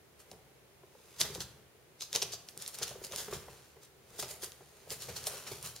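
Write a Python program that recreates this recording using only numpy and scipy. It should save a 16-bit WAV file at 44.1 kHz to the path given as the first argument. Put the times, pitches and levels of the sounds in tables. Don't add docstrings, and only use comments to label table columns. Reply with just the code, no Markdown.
import sys
import numpy as np
from scipy import signal
from scipy.fft import rfft, irfft, next_fast_len
from scipy.io import wavfile
from scipy.ndimage import map_coordinates

SR = 44100
rng = np.random.default_rng(int(sys.argv[2]) if len(sys.argv) > 2 else 0)


def dump(signal):
    limited = np.clip(np.atleast_2d(signal).T, -1, 1)
    pcm = np.round(limited * 32767).astype(np.int16)
    wavfile.write(sys.argv[1], SR, pcm)


N = 255780

# peak_s, level_db, length_s, bite_db, brightness_db
STROKES = [(0.204, -54.5, 0.077, -1, 0), (0.317, -54, 0.057, 1, 1), (1.211, -26.5, 0.054, 7.5, 1.5),
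           (1.256, -44, 0.069, -11, -11), (1.35, -42, 0.055, 9, 4), (1.413, -36, .052, 7, -1),
           (2.022, -37.5, .06, 13, 4), (2.152, -32, 0.073, 5, -2), (2.225, -30, .035, 5.5, -6.5),
           (2.333, -34, 0.046, 15, 3), (2.491, -53, 0.09, -1, 2), (2.618, -45.5, 0.17, 5, 0.5),
           (2.682, -42, 0.055, 7, 4), (2.747, -41, 0.052, 6, 3), (2.788, -42.5, .055, 1, -6),
           (2.83, -33, 0.052, 5.5, -2), (2.879, -41.5, 0.1, 5.5, 1), (3.046, -39.5, 0.068, 6.5, 4),
           (3.132, -41, 0.094, -1, -6), (3.19, -36.5, .15, 5, 2), (3.34, -42.5, 0.13, 3.5, -1.5),
           (3.836, -54, 0.076, 5.5, 2.5), (4.2, -34, 0.058, 8, 4.5), (4.23, -39, 0.056, 2.5, -5),
           (4.304, -42.5, 0.13, 3.5, 4), (4.436, -37.5, 0.081, 4, 2.5), (4.919, -36.5, 0.078, 3, 2),
           (5.023, -40.5, .11, 6.5, 3), (5.093, -43.5, 0.087, -3, -7), (5.17, -39, 0.079, 6.5, 1),
           (5.272, -32.5, 0.049, 4, 6.5), (5.476, -41, 0.059, -1, -6), (5.52, -45, 0.22, 1.5, -1),
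           (5.652, -39.5, 0.13, 3.5, 2.5), (5.765, -49, 0.092, 6, -0.5)]
# start_s, pat_db, thump_db, slap_re_pat_db, knock_hz
FOOTFALLS = [(0.313, -46, -54, -20, 568), (0.331, -48.5, -59, -8, 397), (0.465, -54.5, -69, -15, 482),
             (0.832, -50, -78, -6, 393), (0.949, -52, -79, -9, 510), (1.214, -42.5, -44, -3, 370),
             (1.24, -43, -57, -2, 520), (1.297, -42, -47, -7, 396), (1.354, -38, -50, -9, 497),
             (1.376, -42, -44.5, -9, 357), (2.153, -41, -60, -0.5, 443), (2.223, -40, -53, -5, 445),
             (2.333, -48.5, -56, -6, 643), (2.568, -49.5, -56.5, -5, 355), (2.812, -38, -51, -10, 440),
             (2.909, -43, -57, -9, 555), (2.952, -38.5, -67, -29, 487), (3.014, -38, -56, -18, 404),
             (3.134, -40, -54, -0.5, 560), (3.28, -37, -56, -4.5, 430), (3.325, -31.5, -50, -4.5, 403),
             (3.35, -44, -48, -7, 545), (3.482, -45.5, -57, -1, 445), (3.765, -50.5, -82, -6, 430),
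             (4.189, -41.5, -64, -11, 398), (4.226, -38, -50, -1.5, 575), (4.303, -45.5, -62, -15, 482),
             (4.428, -41.5, -62, -10, 403), (4.606, -50.5, -69, -6, 412), (4.87, -45, -65, -25, 485),
             (4.911, -40.5, -48.5, -12, 402), (5.083, -36.5, -46, -15, 461), (5.268, -37, -63, -11, 613),
             (5.334, -40, -60, -15, 507), (5.513, -37, -47, -19, 401), (5.637, -52, -48.5, -1.5, 416)]
# frequency_hz, coherence
DIRECT_COHERENCE = [(500, 0.93), (4000, 0.76), (8000, 0.22), (15000, 0.43)]
# frequency_hz, coherence
ROOM_COHERENCE = [(200, 0.89), (1000, 0.92), (3000, 0.59), (6000, 0.069), (12000, 0.052)]
PRESS_SHARE = .36


def raking(grain_db=2.5, judder_db=2.0):
    # frequency_hz, density_db
    pile = [(150, -16), (300, -7), (450, 5), (1000, 1.5), (2000, -0.5), (4300, 1), (6000, 2), (8500, 3),
            (11000, 1), (15500, -4.5)]
    # peak_s, level_db, length_s
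    body_slides = [(1.164, -59, 0.67), (3.557, -59, 1.5), (4.166, -57, 0.25), (4.8, -62.5, 2.1),
                   (5.349, -45.5, 0.77)]
    slide_bite_db, slide_bright_db, slide_share = 0.5, -2.5, 0.69
    rakes = [(*row, PRESS_SHARE) for row in STROKES]
    slides = [(*row, slide_bite_db, slide_bright_db, slide_share) for row in body_slides]
    out, t = np.zeros((2, N)), np.arange(-SR // 2, SR // 2) / SR
    for peak_s, db, length_s, bite_db, bright_db, share in rakes + slides:
        pressure = swell(t, share * length_s, (1 - share) * length_s)
        pressure *= np.cos(np.pi * t)
        fibres = rng.standard_normal((2, SR)) * amp(grain_db * np.clip(wobble(SR, step=9), -3, 3))
        rasp = filtered(fibres, lambda hz: contact(hz, pile, bright_db, bite_db) * bounce(hz, gain=0.27))
        judder = amp(judder_db * wobble(SR, step=130))
        add(out, amp(db) * pressure * unit(rasp * judder), peak_s - .5)
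    return stereo(out, DIRECT_COHERENCE)


def snapping(lift_db=5, chatter_gain=.085, chatter_s=.0012, size=1024):
    # start_s, peak_db, brightness_db
    snags = [(0.315, -33, -7), (1.2028, -17, 18), (1.2141, -6.5, -6), (1.3504, -23.5, -1),
             (1.4053, -22, -5), (2.009, -24.5, -9), (2.1298, -17.5, -4), (2.152, -19, -17),
             (2.1606, -9, -8.5), (2.2189, -18.5, -7), (2.2224, -14.5, -29), (2.228, -15, 2),
             (2.322, -27, -1), (2.4876, -29, -13), (2.5763, -24, 9), (2.623, -21.5, 6), (2.663, -27, -11),
             (2.6786, -18.5, 11), (2.7877, -24, 8), (2.8307, -16.5, -3), (3.1222, -25.5, -8),
             (3.1612, -16.5, 3), (4.2258, -22, 3), (4.2828, -32, 0), (4.4232, -28, 5), (4.52, -32, -3.5),
             (4.9051, -22, -2), (5.1627, -29, 0), (5.241, -27, -2), (5.2698, -13, 2), (5.2722, -21, 8),
             (5.6279, -26, 11), (5.7634, -27.5, 2)]
    # frequency_hz, level_db
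    claw = [(150, -6.5), (450, -18), (1000, -20), (1800, -10), (2700, -3), (3800, 3), (5800, 5.5),
            (7500, 0), (11000, -5), (16000, -20)]
    out, t, hz = np.zeros((2, N)), np.arange(size) / SR, np.fft.rfftfreq(size, 1 / SR)
    for start_s, db, bright_db in snags + small_snags():
        cepstrum = irfft(np.log(contact(hz, claw, bright_db + lift_db)))
        cepstrum[1:size // 2] *= 2
        cepstrum[size // 2:] = 0
        chatter = np.exp(-t / chatter_s) * stereo(rng.standard_normal((2, size)), DIRECT_COHERENCE)
        release = (t == 0) + chatter_gain * chatter
        snap = irfft(rfft(release) * np.exp(rfft(cepstrum)) * bounce(hz, gain=0.35))
        add(out, amp(db) * snap / np.abs(snap).max(), start_s)
    return out


def small_snags(over_stroke_db=6, fade_db=12, scatter_db=2.0, bright_db=2.5, per_stroke=2):
    snags = []
    for peak_s, db, length_s, *_ in STROKES:
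        for lifted in rng.random(per_stroke):
            start_s = peak_s + lifted * (1 - PRESS_SHARE) * length_s
            peak_db = db + over_stroke_db - fade_db * lifted + scatter_db * rng.normal()
            snags.append((start_s, peak_db, bright_db))
    return snags


def contact(hz, spectrum, bright_db, bite_db=0):
    bite = np.interp(hz, [2200, 3900, 6200, 8500], [0, 1, 1, 0])
    shelf = np.interp(hz, [6000, 8700], [0, 1])
    return amp(along(spectrum, hz) + bite_db * bite + bright_db * shelf)


def bounce(hz, gain):
    delay_s = 0.000498 * rng.uniform(0.59, 1.958)
    return 1 + gain * np.exp(-2j * np.pi * hz * delay_s)


def patting(knock_db=-1, slap_db=-2.5, slap_s=0.0025, boards_hz=135, hollow_db=-14, hollow_hz=395):
    # pitch_ratio, level_db, t60_s
    floor_modes = [(1, 1, 0.038), (1.3, -3, 0.026), (1.7, 0.5, .015), (2.3, -11.5, 0.022)]
    # pitch_ratio, level_db, t60_s
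    board_modes = [(.58, -11.5, 0.48), (.91, -3.5, 0.38), (1.07, 7, 0.11), (1.3, -1, 0.18)]
    # frequency_hz, density_db
    slap_spectrum = [(300, -25), (700, 1.5), (1200, -5), (2200, -14), (5000, -36)]
    out, t = np.zeros(N), np.arange(SR // 3) / SR
    for start_s, pat_db, thump_db, slap_re_pat_db, knock_hz in FOOTFALLS:
        knock = amp(pat_db + knock_db) * ring(floor_modes, knock_hz, t, attack_s=0.0045)
        hollow = amp(pat_db + hollow_db) * ring([(1, 0, 0.13)], hollow_hz, t, attack_s=0.01)
        puff = unit(filtered(rng.standard_normal(len(t)), lambda hz: amp(along(slap_spectrum, hz))))
        slap = amp(pat_db + slap_re_pat_db + slap_db) * puff * t / slap_s * np.exp(1 - t / slap_s)
        thump = amp(thump_db) * ring(board_modes, boards_hz, t, attack_s=0.0084)
        add(out, knock + hollow + slap + thump, start_s)
    return np.array([out, out])


def ring(modes, pitch_hz, t, attack_s, detune=0.044):
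    wave = np.zeros(len(t))
    for ratio, db, t60_s in modes:
        hz = pitch_hz * ratio * np.exp(detune * rng.normal())
        wave += amp(db + 2 * rng.normal() - 60 * t / t60_s) * np.sin(2 * np.pi * hz * t)
    wave *= 1 - np.exp(-(t / attack_s) ** 2)
    return wave / np.abs(wave).max()


def weight_shifts(rumble_db=-13, rest_db=-71, shuffle_db=-19.5, lumps_db=2):
    # frequency_hz, density_db
    rumble_spectrum = [(15, -57), (25, -48), (64, 2), (102, -7), (129, 4), (178, -5.5), (204, -10.5),
                       (254, -11), (300, -53), (390, -45), (660, -120)]
    # frequency_hz, density_db
    shuffle_spectrum = [(200, -3), (290, -20), (380, 0), (480, -4), (650, -11), (1000, -14), (2000, -17),
                        (4000, -21.5)]
    times_s, pat_db, thump_db, *_ = np.transpose(FOOTFALLS)
    boards = np.hypot(amp(rest_db), swells(times_s, thump_db + rumble_db, rise_s=0.061, fall_s=0.43))
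    legs = swells(times_s, pat_db + shuffle_db, rise_s=0.24, fall_s=0.27)
    shuffle = unit(noise(shuffle_spectrum, ROOM_COHERENCE) * amp(lumps_db * wobble(N, step=460)))
    return boards * noise(rumble_spectrum, ROOM_COHERENCE) + legs * shuffle


def room(x, delay_s=.004, tail_count=13, size=256):
    # frequency_hz, t60_s
    decay_times = [(120, 0.26), (400, 0.64), (1800, 0.79), (5000, 0.43), (13000, 0.58)]
    hz, t, spectra = signal.stft(rng.standard_normal((tail_count, 2, SR * 2 // 3)), SR, nperseg=size)
    decay = amp(-60 * t / along(decay_times, hz)[:, None])
    tails = signal.istft(spectra * decay, SR, nperseg=size)[1]
    turn = np.arange(N) / (2 * size)
    out = np.zeros((2, N))
    for index, tail in enumerate(tails):
        turns_off = np.abs((turn - index) % tail_count - 1)
        share = np.cos(np.pi / 2 * np.minimum(turns_off, 1))
        add(out, signal.fftconvolve((share * x)[None], tail / np.linalg.norm(tail[0]), axes=1), delay_s)
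    return stereo(out, ROOM_COHERENCE)


def air(level_db=-62.5):
    # frequency_hz, density_db
    spectrum = [(30, -18), (80, 6.5), (130, -1), (270, 0), (390, 9), (600, 2.5), (1000, -3.5), (2200, -4.5),
                (5000, -10), (10000, -11), (15500, -12.5)]
    # frequency_hz, coherence
    coherence = [(60, 0.18), (180, 0.41), (550, 0.51), (1650, 0.19), (4970, -0.07), (15000, -0.17)]
    return amp(level_db) * noise(spectrum, coherence)


def noise(spectrum, coherence):
    white = stereo(rng.standard_normal((2, N)), coherence)
    return unit(filtered(white, lambda hz: amp(along(spectrum, hz))))


def stereo(pair, coherence):
    angle = lambda hz: np.arccos(np.clip(along(coherence, hz), -1, 1)) / 2
    mid, side = filtered(pair, lambda hz: np.array([np.cos(angle(hz)), np.sin(angle(hz))]))
    return np.array([mid + side, mid - side])


def swell(t, rise_s, fall_s):
    return amp(-20 * np.maximum(-t / rise_s, t / fall_s))


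def swells(times_s, levels_db, rise_s, fall_s):
    t = np.arange(0, N, SR // 500) / SR
    each = amp(levels_db)[:, None] * swell(t - times_s[:, None], rise_s, fall_s)
    return np.interp(np.arange(N) / SR, t, np.linalg.norm(each, axis=0))


def wobble(size, step):
    return map_coordinates(rng.standard_normal(size + 4), [np.arange(size) / step])


def filtered(x, response):
    n = x.shape[-1]
    padded = next_fast_len(n + 2048)
    return irfft(rfft(x, padded) * response(np.fft.rfftfreq(padded, 1 / SR)), padded)[..., :n]


def along(points, hz):
    knots_hz, values = np.transpose(points)
    return np.interp(np.log(hz + 1), np.log(knots_hz + 1), values)


def amp(db):
    return 10 ** (np.asarray(db) / 20)


def unit(x):
    return x / np.sqrt(np.mean(x ** 2) + 1e-20)


def add(track, sound, start_s):
    start = round(start_s * SR)
    first, end = max(start, 0), min(start + sound.shape[-1], N)
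    if first < end:
        track[..., first:end] += sound[..., first - start:end - start]


def scene(rake_room_db=-7, snap_room_db=-9, pat_room_db=-6, lag_samples=0.76):
    rakes, snaps, pats = raking(), snapping(), patting()
    lead_s = np.array([[.5], [-.5]]) * lag_samples / SR
    claws = filtered(rakes + snaps, lambda hz: np.exp(2j * np.pi * hz * lead_s))
    into_room = amp(rake_room_db) * rakes + amp(snap_room_db) * snaps + amp(pat_room_db) * pats
    return claws + pats + room(into_room.mean(0)) + weight_shifts() + air()


def record(dry, low_cut_hz=45, notch_hz=7900, notch_half_width_hz=110, top_hz=15850):
    low_cut = lambda hz: hz ** 2 / np.hypot(hz ** 2, low_cut_hz ** 2)
    notch = lambda hz: 1j * (hz - notch_hz) / (notch_half_width_hz + 1j * (hz - notch_hz))
    band_limit = lambda hz: np.clip((top_hz - hz) / 400 + .5, 0, 1)
    return filtered(dry, lambda hz: low_cut(hz) * notch(hz) * band_limit(hz))


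dry = scene()
out = record(dry)
dump(out)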